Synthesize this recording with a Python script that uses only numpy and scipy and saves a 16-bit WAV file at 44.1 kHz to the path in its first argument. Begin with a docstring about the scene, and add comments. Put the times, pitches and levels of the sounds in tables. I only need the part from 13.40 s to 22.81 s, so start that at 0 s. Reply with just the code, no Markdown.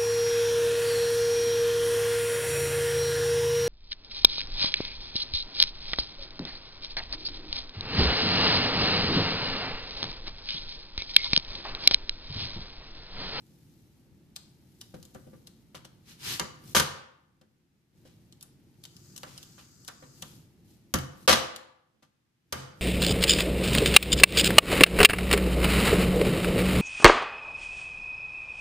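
"""An impact driver on the screws of an engine's alloy cover, struck with a plastic mallet in a garage.
The bit clicks into a screw head, the mallet handle slides through a palm; a tap, a hard blow (3.3 s):
steel rattles, the cover clangs, the bench thuds, the room answers. The driver is turned and reseated;
another tap, the hardest blow (7.9 s), a last tap (9.1 s).
After each hard blow the gain control holds the faint rumble down for a second."""
import sys
import numpy as np
from scipy import signal
from scipy.fft import rfft, irfft
from scipy.io import wavfile
from scipy.ndimage import uniform_filter1d, minimum_filter1d

SR = 44100
rng = np.random.default_rng(int(sys.argv[2]) if len(sys.argv) > 2 else 0)


def file_out(sig):
    """Save sig as 16-bit WAV at sys.argv[1]."""
    # one column per channel
    cols = np.atleast_2d(sig).T
    # limit, then scale
    lim = np.clip(cols, -1, 1)
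    pcm = np.round(lim * 32767).astype(np.int16)
    wavfile.write(sys.argv[1], SR, pcm)


N = 414981
TIME_S = np.arange(N) / SR
AGE_S = np.arange(SR * 2 // 3) / SR  # time since a hit

# mallet blows: t/s, level/dB, tilt/(dB/oct), thud/dB, rebound re blow/dB, rattle t60/s
MALLET_BLOWS = [(2.9961, -30, -0.5, -40, -24, 0.017), (3.3488, -10.5, 0, -23.5, 2.5, 0.1),
                (7.539, -24.5, 2.5, -27, -13, .022), (7.8774, 1, -3, -16.5, 1, 0.17),
                (9.1239, -26.5, 1.5, -35, -31, 0.029)]
# driver kicking back after a blow: delay/s, level/dB, rattle t60 factor
KICKBACKS = [(0.0144, 0, 1.5), (.048, -5, .3)]
# driver bumping the cover: t/s, steel/dB, clang/dB, bench and crankcase/dB, rattle t60/s
DRIVER_BUMPS = [(1.54, -58, -57.5, -46, 0.056), (1.749, -87, -54, -47, 0.093),
                (1.868, -71, -79, -54.5, .25), (1.931, -78, -64, -54, 0.066),
                (2.346, -46.5, -50, -51, 0.11), (2.447, -51.5, -63, -61.5, 0.055),
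                (4.012, -57, -59, -53.5, 0.026), (4.652, -60, -68, -59.5, 0.33),
                (5.832, -46, -46, -51, 0.013), (5.871, -49.5, -64, -58, 1), (6.180, -53, -58, -67, 0.24),
                (6.483, -46.5, -47.5, -72, 0.031), (6.624, -61, -56, -53, 0.17),
                (6.824, -42.5, -52, -55, 0.012), (8.624, -45.5, -48, -49.5, 0.11)]
# bit dropping into a screw head: t/s, level/dB, f/Hz
BIT_CLICKS = [(0.9623, -42, 4120), (1.413, -46.5, 4800), (1.628, -55.5, 4900), (1.652, -56.5, 7000),
              (1.7469, -56.5, 5800), (2.0716, -52, 4160), (4.9246, -59.5, 3940), (5.01, -56, 4900),
              (5.027, -47.5, 10800), (5.4382, -50.5, 5330), (5.4525, -49.5, 3800), (5.566, -57, 5200),
              (5.7631, -48, 5800), (5.7779, -46, 6700), (5.978, -48, 5000), (6.0293, -51, 5700),
              (6.4482, -57.5, 5940), (6.4791, -43, 5340), (6.8226, -44.5, 6200), (8.1613, -27, 4200)]
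# hand strokes: centre t/s, length/s, level/dB
HANDLE_SLIDES = [(2.708, .08, -52.5), (2.905, 0.13, -33)]
GRIP_SHIFTS = [(.15, 0.58, -79), (1.65, 0.89, -73), (3.315, 0.15, -54), (5.88, 0.63, -66),
               (6.88, .25, -60.5), (7.31, 0.0995, -68.5), (7.83, 0.15, -61), (9.41, 0.07, -65.5)]

# modes: f/Hz, level/dB, left-right/dB
DRIVER_MODES = [(2764, -1, -1.5), (2990, 0, 3.5), (3080, 0.5, -3.5), (3980, -5.5, 1), (4700, -7, 3)]
COVER_MODES = [(940, -9.5, 10), (1194, -6.5, 3.5), (1165, -4, -6), (1173, 0.5, -5), (1466, -2, 3),
               (1523, -3, -5.5), (1770, -6, 2), (2950, -9.5, -4.5), (3040, -17, 1), (3137, -8, -6),
               (4080, -11.5, -2.5)]
CASE_MODES = [(226, -5.5, 0.5), (352, -12, 1), (504, -3, 3.5), (516.6, 3.5, 5.5), (620, -10, 4),
              (734.6, -11.5, -3)]  # hollow crankcase
CASE_LONG_MODES = [(506, 0, 2), (523, -2, 4), (1195, -7, -2), (1395, -7, 0), (2929, -12, 0)]
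BENCH_MODES = [(71, -10.5, 3.5), (84.6, -3.5, -1), (120, -0.5, 2.5), (159, -8.5, 3), (215.3, -2.5, 1.5)]

# spectra: f/Hz, level/dB
STEEL_SPECTRUM = [(50, -47.5), (300, -22), (900, -6), (2100, -5.5), (3100, 0.5), (5000, -0.5), (7000, -2),
                  (9000, -4), (11500, -7), (14500, -12)]
COVER_SPECTRUM = [(40, -45.5), (150, -16.5), (400, -4.5), (780, -3.5), (1150, -2), (1550, -2), (2000, -7),
                  (3200, -21.5), (6000, -24.5), (14000, -41)]
BENCH_SPECTRUM = [(20, -46), (40, -29), (65, -13), (100, -5), (140, 4), (200, -4), (300, -2.5),
                  (500, -21.5), (1500, -41.5)]
BIT_SPECTRUM = [(300, -41), (1500, -20), (3000, 16), (5000, 13.5), (8000, 16), (14500, 7.5)]
HANDLE_SPECTRUM = [(180, -20.5), (300, -0.5), (606, -14.5), (763, -9), (943, -5.5), (4390, 1.5),
                   (8600, -4.5), (11500, -6), (14000, -10.5), (15000, -23)]
GRIP_SPECTRUM = [(410, -32.5), (700, -10.5), (893, -10), (1780, -11.5), (2000, -9.5), (4210, -2),
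                 (13900, -3), (15000, -17.5)]
TURN_SPECTRUM = [(500, -43), (1300, -3), (2300, -17), (3500, -19.5), (4700, 2), (5600, -3), (6600, 3),
                 (8000, 0), (9300, -13.5), (14500, -12)]
RUMBLE_SPECTRUM = [(15, -40), (25, -15.5), (43, -14), (104, -2.5), (134, 0.5), (310, -10), (345, -7.5),
                   (377, -15.5), (677, -29.5), (900, -28.5), (1170, -62), (1980, -120)]
AIR_SPECTRUM = [(25, -20), (130, -13), (270, -5), (600, -15.5), (2000, -14.5), (6000, -21.5),
                (15000, -31.5)]

# garage decay: f/Hz, t60/s
GARAGE_DECAY = [(80, 0.58), (300, 0.62), (1000, 0.72), (4000, 0.53), (8000, 0.42), (14000, 0.28)]


def blow_contacts(tap_db=-30, case_db_per_db=0.2036):
    """Each blow and its two rebounds; the harder the blow, the larger the crankcase's share."""
    for t_s, db, tilt_db_oct, thud_db, rebound_db, rattle_t60_s in MALLET_BLOWS:
        clang_db = db - 3.5
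        case_db = db - 13.5 + case_db_per_db * (db - tap_db)
        rebounds = [(delay_s, rebound_db + kick_db, factor) for delay_s, kick_db, factor in KICKBACKS]
        for delay_s, kick_db, factor in [(0, 0.011, 1)] + rebounds:
            levels_db = np.array([db, clang_db, case_db, thud_db]) + kick_db
            yield t_s + delay_s, levels_db, tilt_db_oct, rattle_t60_s * factor


def strikes(contacts, snap_db, rise_t60_s, case_t60_s):
    """The steel driver snaps and chatters, passing each contact to cover, crankcase and bench."""
    out = np.zeros((2, N))
    for t_s, (steel_db, clang_db, case_db, thud_db), tilt_db_oct, rattle_t60_s in contacts:
        spectrum = [(hz, db + tilt_db_oct * np.log2(hz / 3000)) for hz, db in STEEL_SPECTRUM]
        chatter = flicker(len(AGE_S), depth_db=3, smooth_samples=90)
        rattle = unit_hit(burst(spectrum, rattle_t60_s, shared=0.3, rise_t60_s=rise_t60_s) * chatter)
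        snap = amp(snap_db) * burst(spectrum, t60_s=0.0015, shared=0.52)
        thud = amp(thud_db) * bench_thud()
        clang = amp(clang_db) * cover_clang()
        case = amp(case_db) * ring(CASE_MODES, case_t60_s, spread_rad=0.57)
        add(out, t_s, amp(steel_db) * (rattle + snap) + clang + case + thud)
    return out


def cover_clang():
    """Alloy cover: dense clatter plus distinct wall modes."""
    clatter = burst(COVER_SPECTRUM, t60_s=0.15, shared=0.06, rise_t60_s=0.0015)
    return clatter + amp(-7.5) * ring(COVER_MODES, t60_s=0.069, spread_rad=0.47)


def bench_thud():
    """Bench under the engine: dull burst plus low modes."""
    thump = burst(BENCH_SPECTRUM, t60_s=0.14, shared=0.92, rise_t60_s=0.03)
    return thump + amp(-2) * ring(BENCH_MODES, t60_s=0.26, spread_rad=0.71)


def after_ring():
    """Driver and crankcase ring on faintly after each blow."""
    out = np.zeros((2, N))
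    for t_s, db, *_ in MALLET_BLOWS:
        driver = amp(-16.5) * ring(DRIVER_MODES, t60_s=0.2, spread_rad=1.4)
        case = amp(-18) * ring(CASE_LONG_MODES, t60_s=0.62, spread_rad=1.2)
        add(out, t_s, amp(db) * (driver + case))
    return out


def bump_contacts(tilt_db_oct=-1.8):
    """The driver bumps the cover; the crankcase's level follows the bench's."""
    for t_s, steel_db, clang_db, thud_db, rattle_t60_s in DRIVER_BUMPS:
        yield t_s, (steel_db, clang_db, thud_db - 1.5, thud_db), tilt_db_oct, rattle_t60_s


def bit_clicks(mid_hz=5200, pan_scatter_db=2, scuff_lead_s=0.0053):
    """The bit scuffs, then drops into a screw head: tick, finger-damped ping, faint clang."""
    out = np.zeros((2, N))
    for t_s, db, ping_hz in BIT_CLICKS:
        ping = unit_hit(np.sin(2 * np.pi * (ping_hz * AGE_S + rng.random((2, 1)))) * decay(0.003))
        tilt_db_oct = 4.5 * np.log2(ping_hz / mid_hz)  # higher ping, brighter tick
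        spectrum = [(hz, band_db + tilt_db_oct * np.log2(hz / mid_hz)) for hz, band_db in BIT_SPECTRUM]
        tick = burst(spectrum, t60_s=0.012, shared=0.038, rise_t60_s=0.0055)
        steel = pan(pan_scatter_db * rng.standard_normal()) * (tick + amp(-6) * ping)
        add(out, t_s, amp(db) * (steel + amp(-19) * cover_clang()))
        scuff = burst(BIT_SPECTRUM, t60_s=0.046, shared=0.13, rise_t60_s=0.027)
        add(out, t_s - scuff_lead_s, amp(db - 11) * scuff)
    return out


def hands(rest_db=-76, turn_db=-61.5, turn_start_s=5.36, turn_end_s=7.1, turn_fade_s=0.28):
    """The mallet handle slides through the palm; fingers shift on the knurled driver and turn it."""
    handle = swells(HANDLE_SLIDES) * friction(HANDLE_SPECTRUM, grain_db=1.5)
    grip_gain = amp(rest_db) * drift(depth_db=1) + swells(GRIP_SHIFTS)
    grip = grip_gain * friction(GRIP_SPECTRUM, grain_db=3)
    turn_gate = np.clip(np.minimum(TIME_S - turn_start_s, turn_end_s - TIME_S) / turn_fade_s, 0, 1)
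    turn = amp(turn_db) * turn_gate * friction(TURN_SPECTRUM, grain_db=2)
    return handle + grip + turn


def friction(spectrum, grain_db):
    """Countless tiny slips of uneven size."""
    slips = flicker(N, grain_db, smooth_samples=50)
    return unit(colour(noise(N, shared=0.033) * slips, spectrum))


def garage(x, tail_db, early_db, echo_s=0.0051, boom_hz=133, boom_s=0.061, boom_width_s=0.068):
    """Direct sound, bench echo, early reflections, a tail losing its treble first, a late boom."""
    count = len(AGE_S)
    hz, t_s, bands = signal.stft(noise(count, shared=0.037), SR, nperseg=256)
    fade = np.exp(-np.log(1000) * t_s / lookup(GARAGE_DECAY, hz)[:, None])
    tail = signal.istft(bands * fade, SR, nperseg=256)[1][:, :count] * (1 - decay(0.009))
    reflections = noise(count, shared=0) * (rng.random((2, count)) < 1500 / SR)  # 1500 per second
    early = reflections * decay(0.015) * (AGE_S > 0.003)
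    diffuse = mono_bass(amp(tail_db) * unit(tail) + amp(early_db) * unit(early)) / np.sqrt(count)
    echo = amp(-10) * np.sinc((AGE_S - echo_s) * SR / 2) / 2
    boom_swell = np.exp(-((AGE_S - boom_s) / boom_width_s) ** 2)  # close standing waves drift into step
    boom = amp(-62) * boom_swell * np.sin(2 * np.pi * boom_hz * AGE_S)
    return x + signal.fftconvolve(x, diffuse + echo + boom, axes=1)[:, :N]


def background(rumble_db=-59.5, air_db=-75):
    """Low rumble that wavers and grows as the hands move, over still air."""
    rumble_gain = amp(rumble_db) * drift(depth_db=-0.42)
    rumble_gain += swells(GRIP_SHIFTS) + amp(-16) * swells(HANDLE_SLIDES)
    rumble = rumble_gain * unit(colour(noise(N, shared=0.88), RUMBLE_SPECTRUM))
    air = amp(air_db) * unit(colour(noise(N, shared=0.27), AIR_SPECTRUM))
    return rumble + air


def gain_control(x, threshold_db=-23, slope=0.64, hold_s=1.125, look_ahead_s=0.005, ceiling_db=-1.5):
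    """Ducks just ahead of a loud sound, holds, and rounds off remaining peaks."""
    power_db = 10 * np.log10(abs(uniform_filter1d((x ** 2).mean(0), size=800)) + 1e-12)
    cut_db = slope * np.maximum(power_db - threshold_db, 0)
    hold = round(hold_s * SR)
    held_db = minimum_filter1d(-cut_db, size=hold, origin=(hold - 1) // 2 - round(look_ahead_s * SR))
    gain_db = uniform_filter1d(held_db, size=129)
    return amp(ceiling_db) * np.tanh(x * amp(gain_db - ceiling_db))


def burst(spectrum, t60_s, shared, rise_t60_s=0.0019):
    """Modes too dense to resolve: decaying noise with the body's spectrum."""
    excitation = noise(len(AGE_S), shared) * decay(t60_s) * (1 - decay(rise_t60_s))
    return unit_hit(colour(excitation, spectrum))


def ring(modes, t60_s, spread_rad):
    """Distinct modes, at a different phase in each microphone."""
    phases = rng.uniform(0, 2 * np.pi, (len(modes), 1, 1))
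    phases = phases + spread_rad * rng.standard_normal((len(modes), 2, 1))
    tones = sum(amp(db) * pan(pan_db) * np.sin(2 * np.pi * hz * AGE_S + phase)
                for (hz, db, pan_db), phase in zip(modes, phases))
    return unit_hit(tones * decay(t60_s) * (1 - decay(0.016)))


def noise(count, shared):
    """Stereo white noise; shared is the power fraction common to both sides."""
    common, left, right = rng.standard_normal((3, count))
    return np.sqrt(shared) * common + np.sqrt(1 - shared) * np.array([left, right])


def colour(x, spectrum):
    """Minimum-phase filter with the given spectrum."""
    hz = abs(np.fft.fftfreq(4096, 1 / SR))
    log_gain = np.log(amp(np.maximum(lookup(spectrum, hz), -100)))
    taps = np.fft.ifft(np.exp(np.conj(signal.hilbert(log_gain)))).real[:2048]
    return signal.oaconvolve(x, taps[None], axes=1)[:, :x.shape[1]]


def mono_bass(x, corner_hz=230):
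    """Long waves reach both microphones alike."""
    alike = 1 / (1 + (np.fft.rfftfreq(x.shape[1], 1 / SR) / corner_hz) ** 4)
    left, right = rfft(x)
    return irfft(np.array([left, alike * left + np.sqrt(1 - alike ** 2) * right]), x.shape[1])


def decay(t60_s):
    """Falls 60 dB in t60_s."""
    return np.exp(-np.log(1000) * AGE_S / t60_s)


def swells(strokes):
    """One bell curve of gain per stroke."""
    return sum(amp(db) * np.exp(-(2 * (TIME_S - t_s) / length_s) ** 2) for t_s, length_s, db in strokes)


def flicker(count, depth_db, smooth_samples):
    """Fast random gain."""
    return amp(depth_db * unit(uniform_filter1d(rng.standard_normal(count), size=smooth_samples)))


def drift(depth_db):
    """Slow random gain."""
    rates_hz = np.geomspace(0.5, 6, 16)
    wander = sum(np.sin(2 * np.pi * (hz * TIME_S + rng.random())) / np.sqrt(hz) for hz in rates_hz)
    return amp(depth_db * unit(wander))


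def amp(db):
    """dB to gain."""
    return 10 ** (np.asarray(db) / 20)


def pan(pan_db):
    """Left and right gains."""
    return amp([[pan_db / 2], [-pan_db / 2]])


def unit(x):
    """Scales to rms 1."""
    return x / np.sqrt(np.mean(x ** 2) + 1e-20)


def unit_hit(x):
    """Scales to the energy of 20 ms at rms 1."""
    return x / np.sqrt(np.sum(x ** 2) / (2 * 0.02 * SR))


def lookup(table, hz):
    """Interpolates over log frequency."""
    table_hz, values = np.transpose(table)
    return np.interp(np.log(hz + 1), np.log(table_hz), values)


def add(mix, t_s, sound):
    """Mixes a stereo sound in at t_s."""
    part = mix[:, max(round(t_s * SR), 0):][:, :sound.shape[1]]
    part += sound[:, :part.shape[1]]


def scene():
    """Blows fill the room; small contacts stay slightly drier."""
    hits = strikes(blow_contacts(), snap_db=-14, rise_t60_s=0.011, case_t60_s=0.071)
    blows = garage(hits + after_ring(), tail_db=-9, early_db=-9)
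    bumps = strikes(bump_contacts(), snap_db=-17.5, rise_t60_s=0.014, case_t60_s=0.06)
    handling = garage(bumps + bit_clicks() + hands(), tail_db=-9.5, early_db=-11.5)
    return blows + handling + background()


def record(dry, notch_hz=8300, notch_q=2.1, hiss_db=-80.5, cutoff_hz=14800):
    """Treble notch of the right microphone port, gain control, recorder hiss, band limit."""
    right = signal.lfilter(*signal.iirnotch(notch_hz, notch_q, SR), dry[1])
    levelled = gain_control(np.array([dry[0], right]))
    hiss = amp(hiss_db) * unit(colour(noise(N, shared=0), AIR_SPECTRUM))
    low_pass = signal.firwin(255, cutoff_hz, window=("kaiser", 8), fs=SR)
    return signal.oaconvolve(levelled + hiss, low_pass[None], "same", axes=1)


dry = scene()
out = record(dry)
file_out(out)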